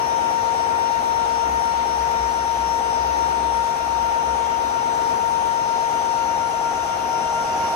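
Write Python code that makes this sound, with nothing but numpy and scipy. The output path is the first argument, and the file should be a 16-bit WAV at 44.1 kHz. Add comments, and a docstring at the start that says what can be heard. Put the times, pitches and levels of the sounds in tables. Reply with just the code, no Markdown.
"""A lathe's toothed belt whines and whirs as it drives the spindle at about 500 rpm, heard from close by.
The pattern repeats each spindle turn and each belt lap; tight spots make the sheet-metal housing growl.
The inverter sings in the motor windings near 6 kHz. Fans and pumps hum over a steady rush behind it,
and a low throb of the machine body swells for a few seconds in the middle."""
import sys
import numpy as np
from scipy import signal
from scipy.fft import rfft, irfft
from scipy.io import wavfile
from scipy.ndimage import uniform_filter1d

SR = 44100
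rng = np.random.default_rng(int(sys.argv[2]) if len(sys.argv) > 2 else 0)


def generate_wav(signal):
    """Clip the signal to [-1, 1] and save it as 16-bit WAV at the path in sys.argv[1]."""
    frames = np.transpose(np.atleast_2d(signal))
    scaled = np.clip(frames, -1, 1) * 32767
    pcm = np.round(scaled).astype(np.int16)
    wavfile.write(sys.argv[1], SR, pcm)


N = 341775
TIME = np.arange(N) / SR

SPIN_HZ, TEETH, BELT_LAP_HZ = 8.4101, 110, 2.182
RING_MULTIPLE = 3  # of half the mesh rate

# Swell of the ring above the whine. Each row: time in seconds, level in dB (used about its mean).
RING_LEVEL_DB = [(0, -47), (.9, -43.5), (1.7, -44.5), (3.3, -45.5), (3.95, -44), (4.25, -42.5),
                 (4.75, -44.5), (5.1, -45), (5.7, -45), (6.2, -42.5), (6.7, -39), (7.03, -41.5), (7.3, -38),
                 (7.75, -40)]


def whine(turns, gain_db=0.71, flaw_at_turns=0.6, sway=0.033, sway_at_turns=0.091, stray_db=-41):
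    """The tooth mesh sags at one uneven spot each turn and eases twice in each lap of the belt."""
    # The microphone drifts through standing waves.
    # Each row: time in seconds, left and right level in dB before gain_db, left phase lead in rad.
    standing_waves = [(0, -18.5, -37, 2.5), (1.8, -18.5, -34.5, 4), (2.5, -19.5, -38, 0),
                      (3.6, -19, -39.5, 5), (5.5, -18.5, -32.5, 2.1), (6.2, -19.5, -38, 1),
                      (6.9, -22, -42, -2), (7.5, -21, -26.5, -0.5), (7.75, -24.5, -24.5, -0.5)]
    # The belt's stiff stretch rounds each pulley. Each row: place in laps, length in laps, easing depth.
    pulleys = [(.25, 0.21, 0.12), (.84, 0.21, 0.043)]
    # Brief level changes, mostly dips. Each row: centre in seconds, length in seconds, gain in dB.
    dips = [(3.8, 0.25, -3), (4.758, 0.36, -2), (6.972, 0.12, 0.5)]
    sag_turns, recover_turns, sag_depth, lurch_rad = .026, .014, .15, .12
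    past_turns = offset(turns, flaw_at_turns)
    flaw = np.exp(-(past_turns / np.where(past_turns < 0, sag_turns, recover_turns)) ** 2)
    flaw *= 1 + 0.13 * drift(rate_hz=6.8)
    cycles = TEETH * turns + (belt_slip_rad() + lurch_rad * flaw) / (2 * np.pi)
    mesh = tone(cycles, *(curve(standing_waves, column) for column in (1, 2, 3)))
    easing = sum(depth * passing(BELT_LAP_HZ * TIME, at, length) for at, length, depth in pulleys)
    belt_ripple = (easing - easing.mean()) * mesh[0]  # same at both ears
    reflections = np.array([drift(rate_hz=3.3) + 1j * drift(rate_hz=3.2) for ear in range(2)])
    stray = reflections * tone(cycles, stray_db, stray_db, lead_rad=0) / np.sqrt(2)
    per_turn = (1 - sag_depth * flaw) * (1 + sway * np.cos(2 * np.pi * (turns - sway_at_turns)))
    dip_db = sum(db * bump(at_s, length_s) for at_s, length_s, db in dips)
    return gain_of(gain_db + dip_db) * per_turn * (mesh - belt_ripple + stray).real


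def belt_slip_rad(depth_rad=0.15, at_laps=0.21, length_laps=0.44):
    """The stiff stretch of the belt pulls the mesh slightly ahead once a lap."""
    return depth_rad * passing(BELT_LAP_HZ * TIME, at_laps, length_laps)


def ring(turns, warble_rad=.8, warble_at_turns=.85, steadying_rad_per_db=.08):
    """A fifth above the whine, the mesh throbs with the chuck; it warbles less as it grows louder."""
    depth_rad = warble_rad - steadying_rad_per_db * swing_db(RING_LEVEL_DB)
    warble = depth_rad * np.cos(2 * np.pi * (turns - warble_at_turns))
    cycles = RING_MULTIPLE * TEETH / 2 * turns + (warble + 2 * belt_slip_rad()) / (2 * np.pi)
    partial = tone(cycles, left_db=-41, right_db=-43.5, lead_rad=1.51)
    return (partial * ring_swell(turns) * fading(share=.14, rate_hz=8)).real


def ring_swell(turns, gain_db=2.5, beat_db=1.5, loudest_at_turns=0.22):
    """Gain of the ring: it drops briefly once a turn and beats on every second turn."""
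    db = gain_db + swing_db(RING_LEVEL_DB) + beat_db * np.cos(np.pi * (turns - loudest_at_turns))
    return gain_of(db) * (1 - .85 * passing(turns, at=.645, length=.25))


def overtones(turns):
    """Higher mesh partials, chopped and warbled by the chuck; the ring's octave follows the ring."""
    # Each row: multiple of half the mesh rate, left and right base level in dB,
    # left phase lead in rad, warble depth in rad.
    mesh_partials = [(4, -46.5, -47, -2.5, .25), (6, -56, -58.5, 1.85, 0.69), (7, -61, -66, 2, 1.1),
                     (8, -56.5, -58.5, 2, 1.1), (9, -63.5, -61, -0.8, 1), (10, -63, -70, 5, 1)]
    # The others recede as the microphone leans in. Each row: time in seconds, gain in dB.
    recession = [(0, 0.5), (3, 0), (6.2, -1.5), (7, -2.5), (7.75, -3)]
    slip_cycles = belt_slip_rad() / np.pi
    ringing, receding = ring_swell(turns), gain_of(curve(recession))
    out = np.zeros((2, N))
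    for multiple, *ears, warble_rad in mesh_partials:
        scatter = chopping(turns, depth=.04 * multiple) * fading(share=.06 * multiple, rate_hz=18)
        warble = np.exp(1j * warble_rad * np.sin(2 * np.pi * (turns + rng.random())))
        partial = tone(multiple * TEETH / 2 * turns + slip_cycles, *ears) * scatter * warble
        out += (partial * (ringing if multiple == 2 * RING_MULTIPLE else receding)).real
    return out


def chopping(turns, depth, count=4):
    """The passing jaws scatter a tone in the same way on every turn."""
    ripple = np.exp(2j * np.pi * rng.random((2, count))) * (np.arange(count) > 0)
    level, phase = (unit_rms(each_turn(turns, row).real) for row in ripple)
    return (2 + depth * (level + 1j * phase)) / np.sqrt(1 + 2 * depth ** 2)


def growls(turns):
    """Tight spots in the drive set the housing ringing on every turn, never twice quite alike."""
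    # Each row: angle in turns, pitch in Hz, glide in Hz per turn, length in turns,
    # left and right base level in dB, left phase lead in rad.
    tight_spots = [(0.076, 674, 330, 0.25, -31, -34, .77), (.47, 711, -450, .18, -29.5, -33, 1),
                   (0.608, 842.4, 0, 0.37, -33, -32.5, 1), (0.614, 780, 0, 0.021, -18.5, -28, 0.65),
                   (.62, 1117, 300, .16, -41, -49, 1), (.71, 800, 0, 0.1, -32, -41, .8),
                   (.85, 763, 0, 0.16, -40.5, -37, 0.72)]
    out = np.zeros((2, N))
    for angle, hz, glide, length, *ears in tight_spots:
        past_turns = offset(turns, angle)
        cycles = (hz + glide * past_turns / 2) * past_turns / SPIN_HZ + TEETH * angle + .5
        ringing = tone(cycles, *ears) * fading(share=.22, rate_hz=25)
        out += ringing.real * passing(turns, angle, length)
    return out


def whir(turns, right_bed_db=-1.0, scatter_db=2.5, count=360):
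    """Small errors from tooth to tooth repeat every turn: a dense comb of partials."""
    # Each row: multiple of spindle speed, left and right base level in dB, left phase lead in rad.
    strong_partials = [(10, -54, -54, 0), (43, -50, -50, .3), (47, -52, -62, .1), (57, -55, -51, 1),
                       (61, -51, -51, .8), (79, -52, -55, .2), (86, -51, -51, 1), (90, -48, -40.3, -.3),
                       (91, -51, -58, .1), (109, -55, -43, 1.8)]
    # Weaker partials between them. Each row: frequency in Hz, base level per partial in dB.
    bed = [(60, -78), (300, -58.5), (450, -51), (570, -57), (700, -63), (860, -65), (925, -54.5),
           (990, -54), (1200, -63), (1600, -63.5), (3000, -73.5)]
    hz = np.arange(count) * SPIN_HZ
    bed_db = spectrum(bed, hz) + scatter_db * rng.standard_normal((2, count))
    bed_db[1] += right_bed_db
    partials = gain_of(bed_db) * np.exp(2j * np.pi * rng.random((2, count)))
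    partials[:, hz < bed[0][0]] = 0
    for order, left_db, right_db, lead_rad in strong_partials:
        phase_rad = 2 * np.pi * rng.random() + np.array([lead_rad, 0])
        partials[:, order] = gain_of([left_db, right_db]) * np.exp(1j * phase_rad)
    comb = np.array([each_turn(turns, ear) for ear in partials])
    return np.sqrt(2) * (comb * fading(share=0.34, rate_hz=6.9)).real


def drone(turns):
    """Two low partials of the whir stand in the enclosure and grow as the microphone leans in."""
    # Each row: multiple of spindle speed, left and right base level in dB, left phase lead in rad.
    partials = [(75, -48, -51, .5), (90, -52, -48, -.3)]
    # Each row: time in seconds, gain in dB.
    swell = [(0, -4), (4.6, -18), (6, -5), (7.4, 9)]
    wave = sum(tone(order * turns + rng.random(), *ears) * fading(share=0.22, rate_hz=5.4)
               for order, *ears in partials)
    return gain_of(curve(swell)) * wave.real


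def inverter(carrier_hz=6000.2, supply_hz=28.68, gain_db=-1.0):
    """The motor windings sing at sidebands of the switching frequency; the strongest take turns."""
    # Each row: offset in multiples of supply_hz, left and right base level in dB, left phase lead in rad.
    sidebands = [(-11, -61, -68, 1), (-5, -56, -60, 1), (-3, -60.5, -57.5, -1), (-1, -52, -50.5, -.7),
                 (1, -51.5, -54, -.7), (3, -58, -58, -1), (5, -57, -60, .4), (7, -64, -69, .9)]
    # Each row: time in seconds, levels of sidebands -1 and +1 in dB (used about their means).
    inner_levels = [(0, -53, -51), (.9, -57, -57), (1.6, -58, -53), (2.35, -48.5, -54), (3.0, -47, -55),
                    (3.6, -54, -60), (4.25, -52, -54), (4.6, -55, -47), (5.2, -56, -47), (5.5, -52, -52),
                    (6.1, -51, -48), (6.65, -47, -54), (6.95, -52.5, -53), (7.15, -47, -52),
                    (7.75, -48, -55)]
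    # Each row: time in seconds, level of sideband +3 in dB (used about its mean).
    upper_level = [(0, -53), (1.05, -52), (1.6, -55), (6.4, -60), (6.8, -48), (7.05, -52), (7.45, -50),
                   (7.75, -51)]
    own_db = {1: swing_db(inner_levels, column=2), 3: swing_db(upper_level)}
    out = np.zeros((2, N))
    for k, *ears in sidebands:
        cycles = (carrier_hz + k * supply_hz) * TIME + k ** 2 / 42  # staggered phases
        db = own_db.get(k, swing_db(inner_levels) / np.sqrt(abs(k)))
        out += gain_of(db) * (tone(cycles, *ears) * fading(share=.14, rate_hz=7)).real
    return gain_of(gain_db) * out


def whistle(hz=5631.3, beat_hz=3.82, beat_at_s=2.45, beat_share=.45):
    """Two thin electronic tones just under the inverter's song beat slowly against each other."""
    # Each row: time in seconds, gain in dB.
    swell = [(0, 10), (2.7, 10.5), (4.9, 4.5), (7.75, 9)]
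    beat = 1 + beat_share * np.exp(-2j * np.pi * beat_hz * (TIME - beat_at_s))
    pair = tone(hz * TIME, left_db=-55.5, right_db=-60.0, lead_rad=2.4) * beat
    return gain_of(curve(swell)) * (pair * fading(share=.16, rate_hz=9.8)).real


def throb(hz=65.6, idle_db=-54, held_db=-50.5, surge_gain_db=2, stretch=1.1):
    """A low vibration of the machine body builds up from a faint idle, surges unevenly and dies away."""
    # Each row: start in seconds, length in seconds before stretch, level in dB before surge_gain_db.
    surges = [(1.46, .135, -38), (1.755, .06, -41.5), (1.955, .125, -38), (2.185, .11, -36.3),
              (2.37, .08, -42.5), (2.556, .17, -39), (2.82, .08, -45.5), (2.975, .23, -38.3),
              (3.25, .08, -43), (3.356, .25, -38.7), (3.86, .21, -42.5), (4.245, .115, -38),
              (4.62, .09, -44.5)]
    # Brief stalls. Each row: centre in seconds, length in seconds, gain in dB.
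    lulls = [(3.718, 0.11, -18), (4.8, .1, -10)]
    start_s, end_s, fade_s = 1.1, 4.6, 0.4
    cycles = hz * TIME + 0.13 * drift(rate_hz=1.5)
    held = np.clip(np.minimum(TIME - start_s, end_s - TIME) / fade_s + .5, 0, 1)
    bed = (gain_of(idle_db) + gain_of(held_db) * held) * abs(fading(share=0.25, rate_hz=7.2))
    surging = sum(gain_of(db + surge_gain_db) * bump(at_s + length_s / 2, stretch * length_s)
                  for at_s, length_s, db in surges)
    stall = gain_of(sum(db * bump(at_s, length_s) for at_s, length_s, db in lulls))
    return np.sqrt(2) * np.hypot(bed, surging) * stall * np.sin(2 * np.pi * cycles)


def pump(hz=461.22, beat_at_s=.59, beat_share=0.34):
    """The pump's hum beats slowly against the drive's partial at half the mesh rate."""
    # Each row: time in seconds, gain in dB.
    swell = [(0, 2), (1.35, 2), (2.2, 1), (3.65, 0), (4.3, 0.5), (5.1, 1.5), (5.7, -1), (6.6, -0.5),
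             (7.6, -0.5)]
    beat_hz = TEETH / 2 * SPIN_HZ - hz
    beat = 1 + beat_share * np.exp(2j * np.pi * beat_hz * (TIME - beat_at_s))
    hum = tone(hz * TIME + 0.12 * drift(rate_hz=0.71), left_db=-46.0, right_db=-40.5, lead_rad=0)
    return gain_of(curve(swell)) * (hum * beat).real


def hums():
    """Fans, pumps and electronics hum at their own pitches, each tone wavering a little."""
    # Each row: frequency in Hz, left and right level in dB, left phase lead in rad.
    tones = [(82.8, -56, -56, 0), (240.2, -53, -53, -.2), (246.5, -54, -55, 0), (300, -55, -54, .3),
             (302.5, -55, -53, 0), (329.3, -55, -51, .6), (386, -50.5, -50, .5), (470.8, -56, -52, 1),
             (527.2, -40.5, -51.5, -.1), (1251, -52, -56, 2), (2261, -60, -63, -3), (3343.4, -59, -63, 2.8),
             (5168, -61, -68, -.5), (5799.5, -58, -68, -1.5), (6369.5, -63, -69, .6),
             (6541.4, -58, -65, 2.1)]
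    return sum((tone(hz * TIME + rng.random(), *ears) * fading(share=0.25, rate_hz=3.2)).real
               for hz, *ears in tones)


def rush(turns, swish_db=.7, swish_at_turns=0.8, treble_flicker_db=2.2, upper_flicker_db=1.3, size=1024):
    """A steady rush that swishes with each turn, with a slight random flicker in its hiss."""
    # Each row: frequency in Hz, left and right base density in dB per Hz.
    density = [(20, -98, -91), (34.8, -60, -63.5), (60, -71, -68.5), (122, -62.5, -64.5), (278, -70, -67.5),
               (600, -68.5, -68), (654, -56.5, -59), (940, -61.5, -59.5), (1550, -65.5, -69.5),
               (1770, -76.5, -73.5), (2370, -71.5, -70.5), (4380, -77, -79), (5500, -74, -78.5),
               (6000, -72.5, -74), (7680, -89, -88.5), (8140, -83, -83), (11650, -89, -89),
               (14400, -99.5, -99.5)]
    # Each row: frequency in Hz, correlation between the ears.
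    likeness = [(60, 0.94), (130, 1), (260, 1), (500, 0.49), (1000, -0.37), (2000, 0.39), (5500, -0.09),
                (7500, 0.7), (14000, 0.7)]
    hz, frames = np.fft.rfftfreq(size, 1 / SR), np.arange(0, N + size, size // 4)
    a, b, c, d, flicker = rng.standard_normal((len(frames), len(hz), 5)).T
    correlation = np.clip(spectrum(likeness, hz), -1, 1)[:, None]
    common = (a + 1j * b) * np.sqrt((1 + correlation) / 2)
    apart = (c + 1j * d) * np.sqrt((1 - correlation) / 2)
    bins = np.array([(common + apart) * gain_of(spectrum(density, hz, column=1))[:, None],
                     (common - apart) * gain_of(spectrum(density, hz, column=2))[:, None]])
    flicker = uniform_filter1d(flicker, size=12, axis=0)  # across frequency
    flicker = unit_rms(uniform_filter1d(flicker, size=26, axis=1))  # across time
    swish = np.cos(2 * np.pi * (np.interp(frames, np.arange(N), turns) - swish_at_turns))
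    treble, upper = ((hz ** 2 / (hz ** 2 + corner_hz ** 2))[:, None] for corner_hz in (5000, 1500))
    flicker_db = (treble ** 2 * treble_flicker_db + upper * upper_flicker_db) * flicker
    bins *= gain_of(treble * swish_db * swish + flicker_db)
    density_scale = np.sqrt(1.5 * SR / size)
    return density_scale * signal.istft(bins, nperseg=size, noverlap=size - size // 4)[1][:, :N]


def grit(knocks_per_s=110, spread_db=3.5):
    """Tiny uneven knocks in the bearings, each ringing the housing for a few milliseconds."""
    # Each row: frequency in Hz, decay time in seconds, base rms level in dB.
    housing_modes = [(2240, 0.0033, -57), (2540, .003, -54), (2736, .0025, -55.5)]
    t, out = np.arange(1024) / SR, np.zeros((2, N))
    for hz, decay_s, db in housing_modes:
        hits = rng.random(N) < knocks_per_s / SR
        knocks = hits * gain_of(spread_db * np.minimum(rng.exponential(1, N), 2))
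        for ear in out:
            mode = np.exp(-t / decay_s) * np.sin(2 * np.pi * (hz * t + rng.random()))
            ear += gain_of(db) * unit_rms(signal.oaconvolve(knocks, mode)[:N])
    return out


def scuffs():
    """Short, soft swells of narrow noise."""
    # Each row: centre in seconds, frequency in Hz, width in Hz, length in seconds, level in dB.
    swells = [(2.022, 2050, 650, .032, -41.5), (5.0, 248, 28, .5, -45.5), (5.21, 190, 45, .13, -47)]
    hz, out = np.fft.rfftfreq(N, 1 / SR), np.zeros(N)
    for at_s, centre_hz, width_hz, length_s, db in swells:
        passband = np.exp(-2 * ((hz - centre_hz) / width_hz) ** 2)
        band = irfft(rfft(rng.standard_normal(N)) * passband, N)
        out += gain_of(db) * unit_rms(band) * bump(at_s, length_s)
    return out


def tone(cycles, left_db, right_db, lead_rad):
    """A complex partial at the two ears, the left leading in phase."""
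    wave = np.sqrt(2) * np.exp(2j * np.pi * cycles)
    return np.array([wave * gain_of(left_db), wave * gain_of(right_db) * np.exp(-1j * lead_rad)])


def fading(share, rate_hz):
    """Complex gain of direct sound plus reflections whose sum keeps shifting."""
    return (1 + share * (drift(rate_hz) + 1j * drift(rate_hz))) / np.sqrt(1 + 2 * share ** 2)


def drift(rate_hz, size=2048):
    """Slow random wander of rms 1, rolling off above rate_hz."""
    hz = np.fft.rfftfreq(size, N / SR / size)
    slow = irfft(rfft(rng.standard_normal(size)) * (hz > 0) / (1 + (hz / rate_hz) ** 2))
    return np.interp(TIME, np.linspace(0, TIME[-1], size), unit_rms(slow))


def each_turn(turns, partials, size=8192):
    """Complex partials 0, 1, 2.. of the spindle speed, as a pattern locked to its angle."""
    return np.interp(turns % 1, np.arange(size) / size, size * np.fft.ifft(partials, size))


def offset(cycles, at):
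    """Signed distance in cycles from the nearest pass of one spot."""
    return (cycles - at + .5) % 1 - .5


def passing(cycles, at, length):
    """A smooth rise and fall each time one spot comes round."""
    return np.exp(-(2 * offset(cycles, at) / length) ** 2)


def bump(centre_s, length_s):
    """A smooth rise and fall around one moment."""
    return np.exp(-(2 * (TIME - centre_s) / length_s) ** 2)


def curve(rows, column=1):
    """One column of a time table, at every sample."""
    table = np.array(rows)
    return np.interp(TIME, table[:, 0], table[:, column])


def swing_db(rows, column=1):
    """A level curve about its own mean."""
    db = curve(rows, column)
    return db - db.mean()


def spectrum(rows, hz, column=1):
    """One column of a frequency table, interpolated on a log axis."""
    table = np.array(rows)
    return np.interp(np.log(hz + 1), np.log(table[:, 0] + 1), table[:, column])


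def gain_of(db):
    """Decibels to amplitude."""
    return 10 ** (np.asarray(db) / 20)


def unit_rms(x):
    """Scales to rms 1."""
    return x / np.sqrt(np.mean(abs(x) ** 2) + 1e-20)


def scene():
    """Everything on the spindle follows its angle, which the servo holds almost steady."""
    # The microphone leans in near the end. Each row: time in seconds, gain of the churn in dB.
    nearness = [(0, -2.5), (2.3, -2.5), (4.6, -3), (6.3, -2.5), (7, -2.5), (7.75, -1)]
    turns = SPIN_HZ * TIME + 0.000037 * drift(rate_hz=1.4)
    churn = (growls(turns) + whir(turns) + rush(turns) + grit()) * gain_of(curve(nearness))
    drive = whine(turns) + ring(turns) + overtones(turns) + churn + drone(turns)
    return drive + hums() + pump() + inverter() + whistle() + throb() + scuffs()


def record(dry, low_cut_hz=44, high_cut_hz=15150):
    """The microphone's low cut, then a steep band limit."""
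    thinned = signal.sosfilt(signal.butter(2, low_cut_hz, "highpass", fs=SR, output="sos"), dry)
    band_limit = signal.firwin(511, high_cut_hz, window=("kaiser", 9), fs=SR)
    return signal.oaconvolve(thinned, band_limit[None], "same")


dry = scene()
out = record(dry)
generate_wav(out)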